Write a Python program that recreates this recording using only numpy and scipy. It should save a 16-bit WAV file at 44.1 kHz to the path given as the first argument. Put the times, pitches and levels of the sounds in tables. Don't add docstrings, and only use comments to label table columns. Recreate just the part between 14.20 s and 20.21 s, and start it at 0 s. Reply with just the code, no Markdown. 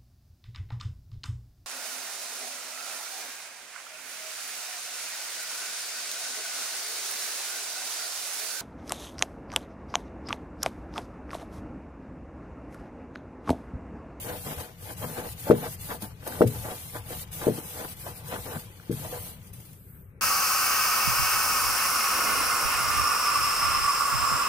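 import sys
import numpy as np
from scipy import signal
from scipy.fft import rfft, irfft
from scipy.io import wavfile
from scipy.ndimage import uniform_filter1d, minimum_filter1d

SR = 44100
rng = np.random.default_rng(int(sys.argv[2]) if len(sys.argv) > 2 else 0)


def to_wav(sig):
    pcm = np.clip(np.atleast_2d(sig), -1, 1) * 32767
    pcm = np.round(pcm).astype(np.int16)
    wavfile.write(sys.argv[1], SR, pcm.T)


def rack_gain(trim_db):
    fader = np.asarray(trim_db, float)
    return 10 ** (fader / 20)


N = 265041

# time_s, level_db
EFFORT = [(0.0, -44), (0.2, -47.5), (0.33, -41.5), (0.63, -50), (0.73, -46.5), (1.5, -45), (1.83, -45.5),
          (2.26, -46.5), (2.46, -45.5), (2.7, -48), (3.02, -43), (3.45, -44.5), (4.0, -47.5), (5.08, -45.5),
          (5.4, -57), (5.54, -59.5), (5.6, -67), (6.01, -83.5)]
# stop_s, rest_ms, hiss_drop_db, slowing_ms, speeding_ms
TURNS = [(0.356, 4, 6.5, 59, 52), (0.525, 43, 16.5, 118, 60), (0.745, 18, 11, 10, 16),
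         (1.02, 10, 5, 10, 46), (1.147, 15.2, 11.5, 18, 36), (1.332, 6, 10, 32, 38),
         (1.562, 18, 13, 12, 33), (1.785, 8.2, 12.5, 35, 29), (1.94, 55, 22, 99, 75), (2.252, 6, 8, 23, 13),
         (2.812, 20, 12.5, 25, 69), (3.055, 50, 19.5, 23, 32), (3.31, 10, 5, 25, 27), (3.41, 8, 5, 19, 60),
         (3.748, 8.9, 11, 16, 48), (3.93, 14, 6, 37, 35), (4.025, 8, 11, 53, 45),
         (4.48, 230, 14.5, 80, 6.6), (5.182, 15, 14.5, 79, 100), (5.322, 6, 13, 75, 3.7)]
# peak_s, level_db, rise_ms, fall_ms
PUSHES = [(0.095, -34, 79, 100), (0.15, -44.5, 68, 64), (0.27, -36.5, 37, 90), (0.315, -35, 50, 45),
          (0.4, -39, 63, 112), (0.704, -39.5, 96, 50), (0.84, -34.5, 69, 40), (0.894, -39, 28, 70),
          (0.984, -35.5, 93, 125), (1.06, -42, 75, 32), (1.28, -36.5, 56, 180), (1.44, -39.5, 80, 55),
          (1.47, -36.5, 47, 24), (4.32, -39.5, 69, 41), (4.975, -43.5, 41, 30), (1.83, -43.5, 39, 104),
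          (2.03, -48.5, 26, 30), (2.068, -35.5, 17, 60), (2.195, -41, 17, 15), (2.13, -41, 136, 350),
          (2.35, -42.5, 32, 52), (2.45, -39.5, 21, 170), (2.52, -36, 150, 36), (2.924, -37.5, 75, 44.5),
          (3.22, -35.5, 39, 205), (3.386, -40.5, 20, 45), (3.61, -34.5, 100, 50), (3.646, -38, 27, 29),
          (4.26, -41, 25, 194), (4.864, -42, 181, 49), (4.934, -40, 74, 112), (5.07, -54, 110, 120),
          (5.4, -62, 18, 60)]
# peak_s, level_db, rise_ms, fall_ms
SCRAPES = [(1.462, -36.5, 117, 21), (1.708, -33, 34, 54), (2.755, -36, 31, 57), (3.868, -39, 47, 77),
           (4.134, -31.5, 55, 74), (4.36, -37, 67, 38), (5.265, -58, 46, 50), (4.04, -49.5, 150, 55)]
# start_s, peak_db, fade_ms
CATCHES = [(1.8218, -35, 3.8), (2.075, -29, 3.8), (2.273, -33, 5.3), (3.1158, -43, 8), (3.1283, -43, 8.7),
           (3.7663, -58, 6.5), (4.0776, -55, 5.8), (4.7127, -52, 8), (5.2679, -51, 9), (5.3328, -44.5, 5.7),
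           (5.4016, -50, 6.2), (5.4495, -57, 21), (5.529, -53, 6.1)]
# frequency_hz, density_db (per Hz)
FIZZ = [(2350, -14.0), (4000, 1.5), (4840, -0.5), (5450, -3.5), (6410, 0.0), (6890, -2), (8390, 2.0),
        (10600, 3.5), (15300, 0.5)][:-1]
# frequency_hz, density_db (per Hz)
RASP = [(710, -44), (1200, -7), (1390, -15), (1750, -12), (1900, -5.5), (3060, -1), (7000, -11.5),
        (9100, -24), (15400, -120)]
# frequency_hz, width_hz, level_db
HOLLOW = [(185, 87, -5), (288, 164, -9), (400.5, 58, -2.5), (487.4, 24.7, -1), (648.6, 40, -0.5),
          (736.4, 15, -5), (881, 24.4, 0.5), (998, 46, 2), (1176, 47, -8), (1260, 22, -5),
          (1488, 330, -8.5), (1930, 1370, -11.5), (1130, 1750, -15), (602, 710, -11.5)]
# start_s, peak_db, contact_ms, airborne_snap_db, wall_ring_db
KNOCKS = [
    (1.2971, -4.5, 1.53, -35.5, -10),
    (2.2054, -5.5, 1.35, -35.5, -9),
    (3.2657, -10.5, 1.55, -53, -9),
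    (4.6941, -18.5, 2.35, -64, -7),
]
# frequency_hz, level_db, t60_s
WALL = [(91, -17, 0.2), (117.9, 0, 0.21), (147, -7, 0.44), (181.7, -7.5, 0.29), (230.3, 1, 0.21),
        (264.5, -8, 0.16), (285, -13, 0.35), (352.7, 3.5, .14), (360, -14, 0.11), (422, 1.5, 0.27),
        (478.7, 11, 0.17), (520, 4, 0.16), (540, -9, 0.073), (652, 0, .07)]
# delay_ms, left_share, right_share
RETURNS = [(0, 1, 1), (3.18, 0.33, 0.23), (6.28, 0.41, 0.23), (9, 0.26, 0.17), (11.13, 0.83, 0.61),
           (15.57, .6, 0.62), (17.72, 0.6, 0.49), (26.32, 0.13, 0.18), (29.6, 0.29, 0.29), (36.4, .15, .15),
           (39.03, .15, 0.12)]
# start_s, peak_db, pitch_hz, t60_ms
BUMPS = [(1.2685, -28.5, 560, 50), (1.823, -32.5, 205, 104), (1.82, -41, 620, 45), (0.26, -38.5, 150, 380),
         (2.104, -36, 516, 34), (4.5, -49, 360, 60), (2.066, -28, 636, 28), (2.076, -32, 630, 30),
         (2.254, -16, 120, 120), (3.381, -27, 294, 37), (3.864, -33.5, 680, 42), (4.125, -33, 640, 34),
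         (4.7, -36.5, 315, 64), (4.846, -35.5, 630, 65), (0.37, -29, 81, 127), (0.85, -35.5, 159, 280),
         (4.356, -26.5, 153, 81), (3.7, -36, 150, 56), (4.17, -35, 200, 60), (4.925, -35, 490, 180)]
# centre_s, peak_db, pitch_hz,
# length_ms
TICKS = [(4.164, -25, 1300, .6), (4.141, -30, 1200, 0.94), (4.372, -32, 1500, 1.6),
         (3.288, -36, 1450, 0.95), (2.7, -36, 2250, 1.2), (3.279, -34, 950, 2.2), (2.2095, -27, 1100, 1.1),
         (1.319, -38, 2000, 1.5), (2.077, -37, 1150, 1.5), (4.6, -40, 1500, 1.4), (4.856, -45, 1700, 1.0),
         (4.98, -42, 1100, .8), (1.3, -29, 940, 2), (1.435, -30, 700, 2.5), (2.277, -41, 2750, 1.5),
         (4.727, -39.5, 1610, 1.5)]
# time_s, pitch_hz, level_db
SQUEAKS = [
    [(5.5, 13500, -70), (5.52, 14800, -68)],
    [(5.535, 10300, -72), (5.57, 11600, -67), (5.603, 12500, -63), (5.614, 12050, -63), (5.63, 12350, -67),
     (5.67, 12500, -67), (5.69, 12300, -76)],
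    [(5.58, 13400, -70), (5.61, 13700, -69), (5.67, 14800, -70)],
    [(5.69, 13200, -67), (5.708, 14100, -60), (5.72, 13500, -65), (5.74, 12800, -74)],
    [(5.74, 12300, -70), (5.762, 11700, -69), (5.782, 12800, -68), (5.82, 12150, -66), (5.845, 10900, -70)],
    [(5.79, 14900, -67), (5.81, 14500, -62), (5.832, 13400, -66)],
]
# time_s, level_db
WHISPER = [(5.56, -66), (5.69, -54), (5.758, -55.5), (5.822, -58), (5.9, -68), (6.01, -94)]
# frequency_hz, density_db (per Hz)
WHISPER_COLOUR = [(1000, -26), (1500, -12), (2600, -22), (6400, -42), (8200, -3.5), (9800, -13), (12000, 2),
                  (15000, 0)]
# time_s, level_db
FLEX = [(0.0, -45), (0.25, -45.5), (0.42, -54.5), (0.63, -48), (0.8, -43.5), (1.27, -45), (2.07, -47.5),
        (2.36, -40.5), (2.59, -50), (2.94, -45), (3.48, -47.5), (3.82, -48), (4.2, -45), (4.62, -51.5),
        (4.9, -45), (5.27, -48.5), (6.01, -50)]
# frequency_hz, density_db (per Hz)
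RUMBLE = [(15, -34), (25, -26), (38, -15.5), (70, -17), (102, -2), (129, -18.5), (157, -9), (185, -17),
          (300, -36), (390, -53), (660, -120)]
# frequency_hz, density_db (per Hz)
ROOM = [(150, -11), (250, 3), (480, 1), (700, -12), (900, -10.5), (2400, -10), (3500, -24), (5000, -40),
        (15000, -43)]
# frequency_hz, likeness (0 to 1)
SAME = [(60, 0.95), (180, 1), (450, 0.65), (800, 0.76), (1200, 0.28), (1600, 0.68), (2300, 0.056),
        (5000, 0.021)]
# frequency_hz, level_db
LEFT_DB = [(60, 3.8), (150, 3.8), (350, 5.5), (480, 1), (700, -1), (1200, 3.5), (2400, 5), (4400, 4),
           (9000, .8), (15000, 1.2)]
# frequency_hz, threshold_db
GATE = [(1000, -16), (1600, -5), (2600, 1), (4000, 2.5), (7000, -.5), (9000, -2.5), (15000, -4)]
# frequency_hz, share (0 to 1)
DROPPED = [(800, 0), (1500, .012), (2600, .03), (3800, .15), (6000, .12), (8000, .13), (8600, .05),
           (14700, .05), (15300, .4)]

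LAG_S = 0.00019


def hiss():
    effort_db, drop_db = over_time(EFFORT), slowed_db()
    sliding_db = effort_db - 0.44 * drop_db - 6.5
    rasp_gain = joined((1, sliding_db), (swells(PUSHES), -11.5), (swells(SCRAPES), -11.5))
    fizz = noise(FIZZ, size=256, patchy_db=1.0, flicker_db=0.5)
    rasp = noise(RASP, size=256, patchy_db=1.5, flicker_db=1.6)
    burst, t = np.zeros(N), np.arange(2000) / SR
    for start_s, peak_db, fade_ms in CATCHES:
        onset = 1 - np.exp(-t / 0.001)
        add(burst, start_s, rack_gain(peak_db + 4.5) * onset * np.exp(-t * 1000 / fade_ms))
    steady = rack_gain(effort_db - drop_db + 9.0) * fizz + rack_gain(5.0) * rasp_gain * rasp
    return steady + burst * (fizz + 0.167 * rasp)


def hollow():
    glide_db = over_time(EFFORT) - 0.29 * slowed_db() - 11
    pushes, scrapes = swells(PUSHES), swells(SCRAPES)
    lower = rack_gain(-1.5) * joined((1, glide_db), (pushes + scrapes, 0))
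    upper = rack_gain(3.5) * joined((1, glide_db - 8), (pushes, -11.5), (scrapes, -9))
    slips = noise([(100, 0), (9000, 0)], size=256, patchy_db=2.5, flicker_db=2.8)
    grit = evened(rng.uniform(-1, 1, N) * (rng.random(N) < 700 / SR))
    slips = slips + rack_gain(-4) * np.array([np.roll(grit, round(LAG_S * SR)), grit])
    click = signal.unit_impulse(6000)
    split_hz = 950
    lower_modes = [mode for mode in HOLLOW if mode[0] < split_hz]
    upper_modes = [mode for mode in HOLLOW if mode[0] >= split_hz]
    out = 0
    for modes, gain in ((lower_modes, lower), (upper_modes, upper)):
        body = np.zeros(len(click))
        for k, (hz, width_hz, level_db) in enumerate(modes):
            body += (-1) ** k * rack_gain(level_db) * ring(click, hz, width_hz)
        body /= np.linalg.norm(body)
        out = out + signal.oaconvolve(gain * slips, body[None], axes=1)[:, :N]
    return out


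def edge_returns():
    returns = np.zeros((2, 2500))
    for delay_ms, *shares in RETURNS:
        returns[:, round(delay_ms * SR / 1000)] = shares
    direct = returns[:, 0].copy()
    returns[:, 0] = 0
    returns = rack_gain(4) * ring(returns, 477, 340)
    returns[:, 0] = direct
    return returns


def wall_ring(t, u):
    spots = rng.standard_normal((len(WALL), 3))
    wall = np.zeros((2, len(t)))
    for (hz, level_db, t60_s), (shared, *apart) in zip(WALL, spots):
        differing = (hz / 450) ** 2 * np.array(apart)[:, None]
        mode_db = level_db + 2 * shared + 2 * differing - 60 * t / t60_s
        wall += rack_gain(mode_db) * np.sin(2 * np.pi * hz * t + 3 * shared + differing)
    build_up = 1 - np.exp(-(t / .022) ** 2)
    wall = signal.fftconvolve(wall * build_up, np.exp(-u ** 2 / 2)[None], axes=1)
    return wall / abs(wall).max()


def knocks():
    t, out = np.arange(15000) / SR, np.zeros((2, N))
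    returns = edge_returns()
    for start_s, peak_db, contact_ms, snap_db, ring_db in KNOCKS:
        u = (t[:441] - .0043) * 3000 / contact_ms
        cycle = u * np.exp(.5 - u ** 2 / 2)
        thud = rack_gain(peak_db + ring_db) * wall_ring(t, u)
        add(thud, 0, rack_gain(peak_db) * signal.fftconvolve(returns, cycle[None], axes=1))
        bell = np.exp(-((t - .0025) / 0.00085) ** 2)
        snap = rack_gain(snap_db + 22.5) * np.sin(2 * np.pi * 1250 * t) * bell
        scatter = ring(rng.standard_normal((2, len(t))), 1050, 1300) * (1 - np.exp(-t / .003))
        snap = snap + rack_gain(snap_db + 19 - 60 * t / .09) * scatter
        add_ports(out, start_s, thud, lag_s=.0002)
        add_ports(out, start_s + .0097, snap)
    return out


def bumps():
    t, out = np.arange(12000) / SR, np.zeros((2, N))
    for start_s, peak_db, hz, t60_ms in BUMPS:
        tone = np.sin(2 * np.pi * hz * t) + 0.47 * np.sin(2 * np.pi * hz * 1.5 * t)
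        decay = rack_gain(peak_db + 5.5 - 60000 * t / t60_ms)
        add_ports(out, start_s, -decay * tone * (1 - np.exp(-t * hz)))
    return out


def ticks():
    t, out = np.arange(-400, 400) / SR, np.zeros((2, N))
    for centre_s, peak_db, hz, length_ms in TICKS:
        bell = np.exp(-(t * 1000 / length_ms) ** 2)
        add_ports(out, centre_s + t[0], rack_gain(peak_db) * np.sin(2 * np.pi * hz * t) * bell)
    return out


def whisper():
    lifted_db = over_time([(5.42, -92), *WHISPER])
    return rack_gain(lifted_db + 3.5) * noise(WHISPER_COLOUR, size=256, patchy_db=2.5, flicker_db=.7)


def swish():
    centre_s, length_ms, hz, width_hz = 5.75, 70, 1500, 600
    passing = np.exp(-((np.arange(N) / SR - centre_s) * 1000 / length_ms) ** 2)
    air = ring(rng.standard_normal((2, N)), hz, width_hz)
    return rack_gain(-66.5) * passing * evened(ring(air, hz, 2 * width_hz))


def squeaks():
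    out = np.zeros((2, N))
    port_phase = np.array([[0], [1.2]])
    for rows in SQUEAKS:
        s, hz, level_db = np.transpose(rows)
        t = np.arange(s[0], s[-1], 1 / SR)
        waver = evened(uniform_filter1d(rng.standard_normal(len(t)), size=150))
        turns = np.cumsum(np.interp(t, s, hz) + 70 * waver) / SR
        gain = rack_gain(np.interp(t, s, level_db) + 6 + 2 * waver) * signal.windows.tukey(len(t), .2)
        add(out, s[0], gain * np.sin(2 * np.pi * turns + port_phase))
    return out


def background():
    rumble = rack_gain(over_time(FLEX) + 1.5) * noise(RUMBLE, size=2048, patchy_db=1.5, flicker_db=.8)
    return rumble + rack_gain(-62) * noise(ROOM, size=1024, patchy_db=2.0, flicker_db=.6)


def slowed_db():
    ms, drop_db = np.arange(N) * 1000 / SR, np.zeros(N)
    for stop_s, rest_ms, depth_db, slowing_ms, speeding_ms in TURNS:
        corners_ms = stop_s * 1000 + np.cumsum([-slowing_ms, slowing_ms, rest_ms, speeding_ms])
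        drop_db += np.interp(ms, corners_ms, [0, depth_db, depth_db, 0])
    return drop_db


def swells(rows):
    ms, power = np.arange(N) * 1000 / SR, np.zeros(N)
    for peak_s, level_db, rise_ms, fall_ms in rows:
        late_ms = ms - peak_s * 1000
        below = np.maximum(late_ms / fall_ms, -late_ms / rise_ms)
        power += rack_gain(2 * (level_db - 20 * below))
    return power


def joined(*parts):
    return np.sqrt(sum(power * rack_gain(2 * db) for power, db in parts))


def noise(colour, size, patchy_db, flicker_db):
    frames, hz = N * 4 // size + 5, np.fft.rfftfreq(size, 1 / SR)
    a, b, c, d, patches = rng.standard_normal((frames, len(hz), 5)).T
    patches = uniform_filter1d(patches, size=5, axis=0)
    patches = evened(uniform_filter1d(patches, size=12, axis=1))
    patches = 2 * np.tanh(patches / 2)
    flicker = evened(uniform_filter1d(rng.standard_normal(frames), size=4))
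    same = np.clip(read(SAME, hz), 0, 1)[:, None]
    lag_s = LAG_S * np.clip(hz / 600, 0, 1)
    late = np.exp(-2j * np.pi * hz * lag_s)[:, None]
    right = a + 1j * b
    left = same * late * right + np.sqrt(1 - same ** 2) * (c + 1j * d)
    level_db = read(colour, hz)[:, None] + patchy_db * patches + flicker_db * flicker
    spectra = np.array([left, right]) * rack_gain(level_db)
    return evened(signal.istft(spectra, nperseg=size, noverlap=size * 3 // 4)[1][:, :N])


def ring(x, hz, width_hz):
    r = np.exp(-np.pi * width_hz / SR)
    return 2 * signal.lfilter([1 - r], [1, -r * np.exp(2j * np.pi * hz / SR)], x).real


def evened(x):
    return x / np.sqrt(np.mean(x ** 2) + 1e-20)


def read(points, hz):
    f, value = np.transpose(points)
    return np.interp(np.log(hz + 1), np.log(f + 1), value)


def over_time(points):
    s, value = np.transpose(points)
    return np.interp(np.arange(N) / SR, s, value)


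def add(mix, s, sound):
    part = mix[..., round(s * SR):][..., :sound.shape[-1]]
    part += sound[..., :part.shape[-1]]


def add_ports(mix, s, sound, lag_s=LAG_S):
    left, right = np.broadcast_to(sound, (2, sound.shape[-1]))
    add(mix[1], s, right)
    add(mix[0], s + lag_s, left)


def scene():
    touching = hiss() + hollow() + knocks() + bumps() + ticks()
    leaving = whisper() + swish() + squeaks()
    return touching + leaving + background()


def gated(x):
    hz, t, z = signal.stft(x, SR, nperseg=2048, noverlap=1536)
    power = abs(z) ** 2 + 1e-20
    near = uniform_filter1d(uniform_filter1d(power, size=25, axis=1), size=3, axis=2)
    threshold = near * rack_gain(2 * read(GATE, hz))[:, None]
    kept = power ** 2 / (power ** 2 + threshold ** 2)
    band_bins = 11
    bands = rng.standard_normal((len(hz) // band_bins + 1, len(t)))
    bands = evened(uniform_filter1d(bands, size=5, axis=1))
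    bands = minimum_filter1d(bands, size=3, axis=1)
    bands = np.repeat(bands, band_bins, axis=0)[:len(hz)]
    rank = 1 / (1 + np.exp(-1.7 * bands))
    faint = np.clip((-90 - 10 * np.log10(near.mean(0))) / 5, 0, 1.8)
    stays = rank > read(DROPPED, hz)[:, None] * (1 + faint)
    return signal.istft(z * kept * stays, SR, nperseg=2048, noverlap=1536)[1][:, :N]


def low_pass(x):
    return signal.sosfilt(signal.butter(12, 16570, fs=SR, output="sos"), x)


def record(dry):
    hz = np.fft.rfftfreq(N, 1 / SR)
    tilt_db = read(LEFT_DB, hz) / 2
    edge = np.clip((15600 - hz) / 100, 0, 1)
    ports = irfft(rfft(dry) * rack_gain(np.array([tilt_db, -tilt_db])) * edge, N)
    mix = gated(ports)
    return low_pass(mix)


dry = scene()
out = record(dry)
to_wav(out)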